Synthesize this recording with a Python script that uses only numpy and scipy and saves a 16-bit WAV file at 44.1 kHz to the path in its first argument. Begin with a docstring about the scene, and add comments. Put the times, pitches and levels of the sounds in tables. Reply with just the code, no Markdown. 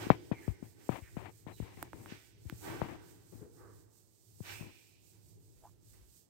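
"""A felt eraser wipes a whiteboard in a bare classroom. From the start, friction hisses with each stroke
and the board booms softly; a hard swipe comes first, then small stick-slip squeaks. A finger half covers
the left microphone port of a hand-held camera, dulling it, and bumps and rubs there, most in the first
three seconds. Around 2 s the case clicks. Hard swipes stand out at 2.7 s and 4.5 s, with low hoots
between them. Near 5.6 s the case creaks and the holding hand shudders under the last strokes."""
import sys
import numpy as np
from scipy import signal
from scipy.fft import rfft, irfft, next_fast_len
from scipy.io import wavfile
from scipy.ndimage import uniform_filter1d

SR = 44100
rng = np.random.default_rng(int(sys.argv[2]) if len(sys.argv) > 2 else 0)


def put_to_file(sound):
    """Save the sound as 16-bit audio at rate SR, in the file named by the first command-line argument."""
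    columns = np.atleast_2d(sound).T  # one column per channel
    safe = np.clip(columns, -1, 1)
    whole_steps = np.round(safe * 32767)
    wavfile.write(sys.argv[1], SR, whole_steps.astype(np.int16))


N = 277389
TIME = np.arange(N) / SR

# Event levels are those at the source, ahead of filters and channel gains.
# strokes to and fro: start t/s, hiss level/dB, change of hiss at the opening turn/dB, boom level/dB
STROKES = [(-.14, -53.5, 10, -50), (.19, -63, -8, -58), (0.344, -58.5, -4, -63), (0.576, -61, -9, -60.5),
           (.765, -56, -8.5, -70), (1.062, -61.5, -3, -56), (1.279, -61, -4.5, -62), (1.46, -59, -7, -58),
           (1.701, -60.5, -6, -58.5), (1.895, -59.5, -7.5, -59.5), (2.14, -61.5, -0.5, -67),
           (2.36, -63.5, -13, -59), (2.531, -50, -2.5, -53.5), (2.77, -61.5, 0, -57.5),
           (2.985, -59.5, -8.5, -60), (3.205, -60.5, -6.5, -63), (3.49, -62.5, -6.5, -61),
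           (3.66, -63, -4.5, -60.5), (3.88, -62.5, -9.5, -71), (4.071, -65.5, -4, -72),
           (4.36, -49, -4, -55), (4.701, -63, -7, -72.5), (4.981, -61, -7.5, -65),
           (5.192, -62.5, -5, -61.5), (5.386, -66, -6.5, -61.5), (5.52, -65.5, 0, -63.5),
           (5.78, -60, -13.5, -65), (6.02, -59.5, -8, -72)]
# hard swipes: peak t/s, swell t/s, fade to 1/e t/s, low rasp level/dB, high rasp level/dB, drum level/dB
SWIPES = [(.035, 0.12, 0.055, -45.5, -47.5, -47), (.4, 0.062, 0.18, -65.5, -66, -61),
          (0.818, 0.078, 0.41, -71, -69, -66.5), (1.601, .04, 0.3, -78, -63, -74),
          (2.125, .085, .045, -60, -52.5, -69), (2.51, 0.067, 0.082, -67, -65, -72),
          (2.689, 0.095, .16, -46, -52.5, -46.5), (3.43, 0.084, 0.063, -71, -89, -64.5),
          (3.62, 0.092, 0.11, -63.5, -86.5, -66), (4.512, .105, .044, -51, -45.5, -61.5),
          (5.14, .02, 0.067, -78.5, -79, -77.5), (5.938, 0.013, 0.047, -71, -70.5, -71)]
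# squeaks and hoots of the pad: t/s, length t/s, level/dB, start f/Hz, end f/Hz, bandwidth f/Hz
SQUEAKS = [(.33, 0.076, -58, 2350, 1970, 300), (0.408, 0.07, -61, 1880, 1800, 300),
           (1.007, 0.1, -62, 2220, 1590, 1023), (1.516, 0.063, -68, 4080, 3800, 200),
           (1.561, .046, -71, 3040, 2750, 250), (3.401, 0.081, -57.5, 415, 466, 87),
           (3.568, .17, -65.5, 430, 434, 140), (3.57, 0.16, -66.5, 1220, 1140, 188),
           (3.592, 0.16, -75.5, 1530, 1660, 300), (4.482, .16, -56, 2360, 2550, 420)]
# finger bumps on the port: t/s, knock level/dB, knock f/Hz, thump level/dB, thump f/Hz
BUMPS = [(0.067, -39, 2500, -24, 280), (0.1025, -1.5, 1177, -6.5, 205), (0.3148, -18, 555, -19.5, 181),
         (0.4796, -20, 342, -20, 87), (0.5025, -54, 1340, -26, 92), (0.6236, -49, 500, -28.5, 262),
         (.8916, -15, 740, -20.5, 176), (1.0188, -51, 996, -33.5, 84), (1.168, -28.5, 830, -24, 196),
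         (1.4663, -34, 772, -33, 179), (1.6012, -24.5, 380, -30, 85), (1.6216, -51, 920, -27.5, 124),
         (1.9347, -41, 860, -38.5, 96), (2.1214, -41, 3920, -30, 260), (2.4537, -39.5, 260, -29.5, 95),
         (2.5249, -29, 294, -40, 90.8), (2.817, -16.5, 1080, -20.5, 143), (4.4047, -32.5, 383, -32, 140),
         (4.6077, -50, 1810, -31, 163), (4.6255, -39.5, 835, -36, 138)]
# finger slides over the port: t/s, length t/s, rumble level/dB, scratch level/dB
RUBS = [(0.102, 0.0051, -21, -22.5), (0.111, 0.044, -45, -46.5), (0.316, 0.012, -31, -36),
        (.35, 0.11, -62, -71), (0.475, 0.0038, -55, -41), (0.497, .015, -53, -60),
        (0.623, 0.044, -48, -59.5), (0.891, 0.1, -43, -44), (0.918, 0.0043, -52, -40.5),
        (0.954, 0.0075, -63, -42), (1.166, 0.13, -46, -48), (1.254, 0.0027, -59, -40),
        (1.469, 0.051, -45, -47.5), (1.621, 0.12, -53.5, -54.5), (1.768, 0.11, -49.5, -55),
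        (1.936, 0.23, -49.5, -60), (2.658, 0.16, -45, -53), (2.811, 0.053, -38.5, -43),
        (2.882, 0.077, -42.5, -48), (3.319, 0.076, -48, -66.5), (3.414, 0.04, -45, -69),
        (4.594, 0.11, -48, -58)]
CLICKS = [(1.8272, -23, 1250, -27.5), (1.829, -39, 3500, -31), (1.932, -29.5, 1110, -46),
          (2.0598, -34, 1490, -50), (2.4982, -27, 2700, -34)]  # case clicks: t/s, tick level/dB, tick f/Hz, snap level/dB
CREAK = [(5.615, -77, 660), (5.648, -57, 730), (5.671, -61, 887), (5.696, -71, 986)]  # course of the case's creak: t/s, level/dB, resonance f/Hz
SHUDDER = [(5.52, -81.5), (5.57, -62.5), (5.8, -72), (6.03, -60.5), (6.27, -85.5)]  # course of the holding hand's shudder: t/s, level/dB
# spectral shapes, each: f/Hz, relative level/dB
FELT_HISS = [(500, -24), (2300, -14.5), (3300, -10), (4500, -4.5), (6000, -2), (8600, 3), (9600, -5.5),
             (10700, -7.5), (12300, -1), (15500, -3)]  # fibres on the board
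PANEL_BOOM = [(15, -57), (30, -35), (60, -3), (85, -7), (105, 7.5), (135, -9.5), (170, -7), (300, -41.5)]  # the board's lowest modes
PANEL_DRUM = [(120, -23.5), (220, -8), (330, 5.5), (430, -1), (600, -15), (900, -17), (2000, -61.5)]  # its higher, hollow modes
LOW_RASP = [(300, -20), (560, -9), (820, 0.5), (1120, -5.5), (1500, -2.5), (1900, -8.5), (3000, -32.5)]  # hard-pressed pad, lower band
HIGH_RASP = [(1000, -20.5), (1700, -3), (2350, -3), (3200, -6.5), (4500, -12), (6000, -12), (9000, -35)]  # hard-pressed pad, upper band
SKIN_RUMBLE = [(15, -26.5), (50, -14), (105, 3), (200, -7), (350, -1.5), (600, -20.5), (1200, -29),
               (4000, -72)]  # sliding finger, lower band
SKIN_SCRATCH = [(200, -5.5), (550, 2), (900, 4), (1400, -6), (2300, -4), (3300, -14.5), (4500, -22),
                (6000, -35.5), (10000, -57.5)]  # sliding finger, upper band
HAND_TREMBLE = [(15, -17), (35, 0.5), (60, 5), (80, -3), (140, -31)]  # shudder of the holding hand
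ROOM_AIR = [(20, -7), (60, 7), (105, 14.5), (160, 18.5), (400, 9.5), (600, 7.5), (1400, -4), (2500, -7.5),
            (8000, -10), (16000, -11)]  # steady background
COVERED_PORT = [(60, -1), (330, 0), (900, -4.5), (1400, -8), (2300, -5), (4500, -6), (6000, -11),
                (8500, -27), (9700, -15.5), (10800, -8.5), (12300, -9.5), (15000, -12.5)]  # transmission past the finger
ROOM_DECAY = [(125, 1.1), (500, 1.1), (1400, 0.79), (2500, 1.25), (5000, 2.2), (12000, .3)]  # classroom reverberation: f/Hz, 60 dB decay t/s


def eraser():
    """Sliding friction: felt fibres hiss while the forced vibration of the panel booms and drums."""
    hiss_gain, boom_gain = stroke_gains()
    drum_t60_s = 1.5
    drum_fade_s = drum_t60_s / np.log(1000)
    ring = sum(amp(db) * press(s, swell_s, drum_fade_s) for s, swell_s, _, _, _, db in SWIPES)
    fibres = early_reflections(friction(FELT_HISS, slips_per_s=3600, spread_db=1.5), echo_db=-22)
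    fizz = signal.sosfiltfilt(signal.butter(4, 8800, "high", fs=SR, output="sos"), fibres)
    sheen = np.minimum(hiss_gain / amp(-59), 1) ** 0.27  # a weak hiss loses its finest fizz
    hiss = hiss_gain * (fibres + (sheen - 1) * fizz)
    boom = boom_gain * friction(PANEL_BOOM, slips_per_s=2700, spread_db=2.0)
    drum_gain = np.hypot(amp(-10) * boom_gain, ring)  # strokes and ringing swipes add in power
    drum = drum_gain * friction(PANEL_DRUM, slips_per_s=1600, spread_db=-0.5)
    return hiss + boom + drum


def stroke_gains():
    """Reciprocating motion: hiss dips as the hand slows into a turn; boom glides from stroke to stroke."""
    last_turn_s, last_dip_db = 6.3, -16.5
    rest, fastest = .06, 0.54  # shares of a stroke: still at each end, gone by at top speed
    start, hiss_db, dip_db, boom_db = np.transpose(STROKES)
    turns = np.append(start, last_turn_s)
    progress = np.interp(TIME, turns, np.arange(len(turns))) % 1
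    speed = np.sin(np.pi * np.interp(progress, [rest, fastest, 1 - rest], [0, .5, 1]))
    middle = start + np.diff(turns) / 2
    dip = np.interp(TIME, turns, np.append(dip_db, last_dip_db)) * (1 - speed ** 1.1)
    hiss_gain = amp(np.interp(TIME, middle, hiss_db) + dip)
    boom_gain = amp(np.interp(TIME, middle, boom_db) + 0.5 * (2.5 - speed))
    return hiss_gain, boom_gain


def swipes():
    """Friction grows with normal force: pressed hard, the pad rasps and excites the room."""
    low, high = np.zeros((2, N))
    for s, swell_s, fade_s, low_db, high_db, _ in SWIPES:
        push = press(s, swell_s, fade_s)
        low += amp(low_db) * push
        high += amp(high_db) * push
    rasp = low * friction(LOW_RASP, slips_per_s=1500, spread_db=0.5)
    rasp += high * friction(HIGH_RASP, slips_per_s=2500, spread_db=3.5)
    return classroom(early_reflections(rasp, echo_db=-13), wet=0.15)


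def press(peak_s, swell_s, fade_s):
    """Envelope of a swipe: a smooth swell, then exponential decay."""
    swell = np.clip(1 + (TIME - peak_s) / swell_s, 0, 1)
    return np.sin(np.pi / 2 * swell) ** 2 * np.exp(-np.maximum(TIME - peak_s, 0) / fade_s)


def squeaks():
    """Stick-slip: the half-sticking pad gives a narrow band of noise that glides in pitch."""
    out = np.zeros(N)
    for s, length, db, start_hz, end_hz, width in SQUEAKS:
        hz = np.linspace(start_hz, end_hz, int(length * SR))
        noise = rng.standard_normal(SR)[:len(hz)]
        whistle = resonate(resonate(noise, hz, width), hz, width)
        add(out, s, amp(db) * unit(whistle * signal.windows.tukey(len(hz), .5)))
    return classroom(np.array([out, out]), wet=0.51)


def finger():
    """Impact and cavity resonance: a knock, then a slower swing of the port's air; sliding skin rubs."""
    out, rumble, scratch = np.zeros((3, N))
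    for s, knock_db, knock_hz, thump_db, thump_hz in BUMPS:
        add(out, s, amp(knock_db) * pulse(knock_hz, rise_turns=.36, sink=0.87))
        add(out, s + 1.5 / knock_hz, amp(thump_db) * pulse(thump_hz, rise_turns=.33, sink=0.25))
    out += amp(-6) * resonate(out, np.full(N, 930), width_hz=220)  # hollow clack of the air pocket
    # the port leaks bass; soft flesh damps treble
    out = signal.sosfilt(signal.butter(2, [68, 2700], "band", fs=SR, output="sos"), out)
    for s, length, rumble_db, scratch_db in RUBS:
        add(rumble, s, amp(rumble_db) * slide(length))
        add(scratch, s, amp(scratch_db) * slide(length))
    out += rumble * friction(SKIN_RUMBLE, slips_per_s=860, spread_db=2.5, channels=1)[0]
    out += scratch * friction(SKIN_SCRATCH, slips_per_s=1200, spread_db=1.5, channels=1)[0]
    return out * amp([[0], [-42]])


def slide(length, grip_s=0.005, ease_db=-5, release_s=.011):
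    """Contact pressure of a sliding finger: quick grip, slow easing, exponential release."""
    t = TIME[:SR // 2]
    grip = np.minimum(t / grip_s, 1)
    easing = amp(ease_db * np.minimum(t / length, 1))
    return grip * easing * np.exp(-np.maximum(t - length, 0) / release_s)


def case_clicks():
    """Impulse response of a plastic case: a tick and snap near the right port, a thud in the body."""
    ticks, snaps, thuds = np.zeros((3, N))
    body_hz, thud_peak_s, snap_decay_s = 315, 0.0035, 0.00065
    t = TIME[:SR // 10]
    thud = np.sin(2 * np.pi * body_hz * t) * t / thud_peak_s * np.exp(1 - t / thud_peak_s)
    snap_fade = np.exp(-TIME[:SR // 100] / snap_decay_s)
    for s, db, hz, snap_db in CLICKS:
        bright_noise = unit(np.diff(rng.standard_normal(SR // 100 + 1)))
        add(ticks, s, amp(db) * pulse(hz, rise_turns=0.23, sink=0.81))
        add(thuds, s, amp(db - 19) * thud)
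        add(snaps, s, amp(snap_db) * bright_noise * snap_fade)
    ticks += amp(-2) * resonate(ticks, np.full(N, 1540), width_hz=260)  # the shell rings briefly
    # small parts radiate little bass
    ticks = signal.sosfilt(signal.butter(3, 720, "high", fs=SR, output="sos"), ticks)
    return ticks * amp([[-3], [0]]) + snaps * amp([[-15], [0]]) + thuds


def case_creak(slips_per_s=600):
    """Stick-slip in the case: irregular impulses drive a rising resonance."""
    slips = (rng.random(N) < slips_per_s / SR) * rng.uniform(0.83, 1, N)
    s, _, hz = np.transpose(CREAK)
    hz = np.interp(TIME, s, hz)
    ringing = resonate(resonate(slips - slips.mean(), hz, width_hz=370), hz, width_hz=320)
    return envelope(CREAK) * unit(ringing) * amp([[2], [-2]])


def hand_shudder():
    """Structure-borne noise: the trembling hand rumbles through the case."""
    return envelope(SHUDDER) * unit(colour(rng.standard_normal((2, N)), HAND_TREMBLE))


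def early_reflections(x, echo_db):
    """Comb filtering: delayed copies from board, floor and desks interfere with the direct sound."""
    out = x.copy()
    for channel, direct in zip(out, x):
        for delay_s in rng.uniform(.002, .022, size=6):
            add(channel, delay_s, amp(echo_db) * rng.choice([-1, 1]) * direct)
    return unit(out) * x.std()


def classroom(x, wet):
    """Reverberation: sparse reflections, decaying at a rate set by frequency, take the power share wet."""
    taps = rng.standard_normal((2, SR)) * (rng.random((2, SR)) < 3000 / SR)
    hz, t, bands = signal.stft(taps, SR, nperseg=256)
    decay = amp(-60 * t / read(ROOM_DECAY, hz)[:, None])
    tail = signal.istft(bands * decay, SR, nperseg=256)[1]
    echo = unit(signal.fftconvolve(x, tail, axes=1)[:, :N]) * x.std()
    return np.sqrt(1 - wet) * x + np.sqrt(wet) * echo


def room_air():
    """Ambient noise: a faint stationary rush, strongest in the bass."""
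    return amp(-75) * unit(colour(rng.standard_normal((2, N)), ROOM_AIR))


def friction(spectrum, slips_per_s, spread_db, channels=2):
    """Shot noise: tiny slips of uneven size over a smooth rush, coloured by the body they shake."""
    shape = (channels, N)
    slips = (rng.random(shape) < slips_per_s / SR) * rng.choice([-1, 1], shape)
    slips = slips * amp(spread_db * np.minimum(rng.exponential(1, shape), 4))
    return unit(colour(unit(slips) + rng.standard_normal(shape), spectrum))


def resonate(x, hz, width_hz):
    """Forced response of one damped mode whose frequency follows the curve hz."""
    phasor = np.exp(2j * np.pi * np.cumsum(hz) / SR)
    pole = np.exp(-np.pi * width_hz / SR)
    return 2 * (phasor * signal.lfilter([1 - pole], [1, -pole], x / phasor)).real


def pulse(hz, rise_turns, sink):
    """Heavily damped oscillation: its envelope peaks after rise_turns cycles and its pitch sinks."""
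    turns = np.log1p(sink * hz * np.arange(SR // 6) / SR) / sink
    age = turns / rise_turns
    return age * np.exp(1 - age) * np.sin(2 * np.pi * turns)


def colour(x, spectrum):
    """Linear filtering by a table of f/Hz, level/dB."""
    size = next_fast_len(N + 4096)
    gain = amp(read(spectrum, np.fft.rfftfreq(size, 1 / SR)))
    return irfft(rfft(x, size) * gain, size)[..., :N]


def read(points, hz):
    """Interpolation on a logarithmic frequency axis."""
    f, value = np.transpose(points)
    return np.interp(np.log(hz + 1), np.log(f + 1), value)


def envelope(curve):
    """Smoothed gain from rows of t/s, level/dB, silent outside them."""
    s, db = np.transpose(curve)[:2]
    return uniform_filter1d(amp(np.interp(TIME, s, db)) * (TIME > s[0]) * (TIME < s[-1]), size=90)


def add(mix, s, sound):
    """Superposition of a sound starting at s seconds."""
    part = mix[max(round(s * SR), 0):][:len(sound)]
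    part += sound[:len(part)]


def amp(db):
    """Amplitude ratio from decibels."""
    return 10 ** (np.asarray(db) / 20)


def unit(x):
    """Normalisation to rms 1."""
    return x / np.sqrt(np.mean(x ** 2) + 1e-20)


def scene():
    """Transmission loss: the finger dulls all sound at the left port except its own bumps and rubs."""
    left, right = (eraser() + swipes() + squeaks()
                   + case_clicks() + case_creak() + hand_shudder() + room_air())
    return np.array([colour(left, COVERED_PORT), right]) + finger()


def record(dry, low_hz=45, high_hz=15850):
    """Band limiting: the camera cuts deep bass and the highest treble."""
    thin = signal.sosfilt(signal.butter(3, low_hz, "high", fs=SR, output="sos"), dry)
    lowpass = signal.firwin(511, high_hz, window=("kaiser", 9), fs=SR)
    return signal.oaconvolve(thin, lowpass[None], "same")


dry = scene()
out = record(dry)
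put_to_file(out)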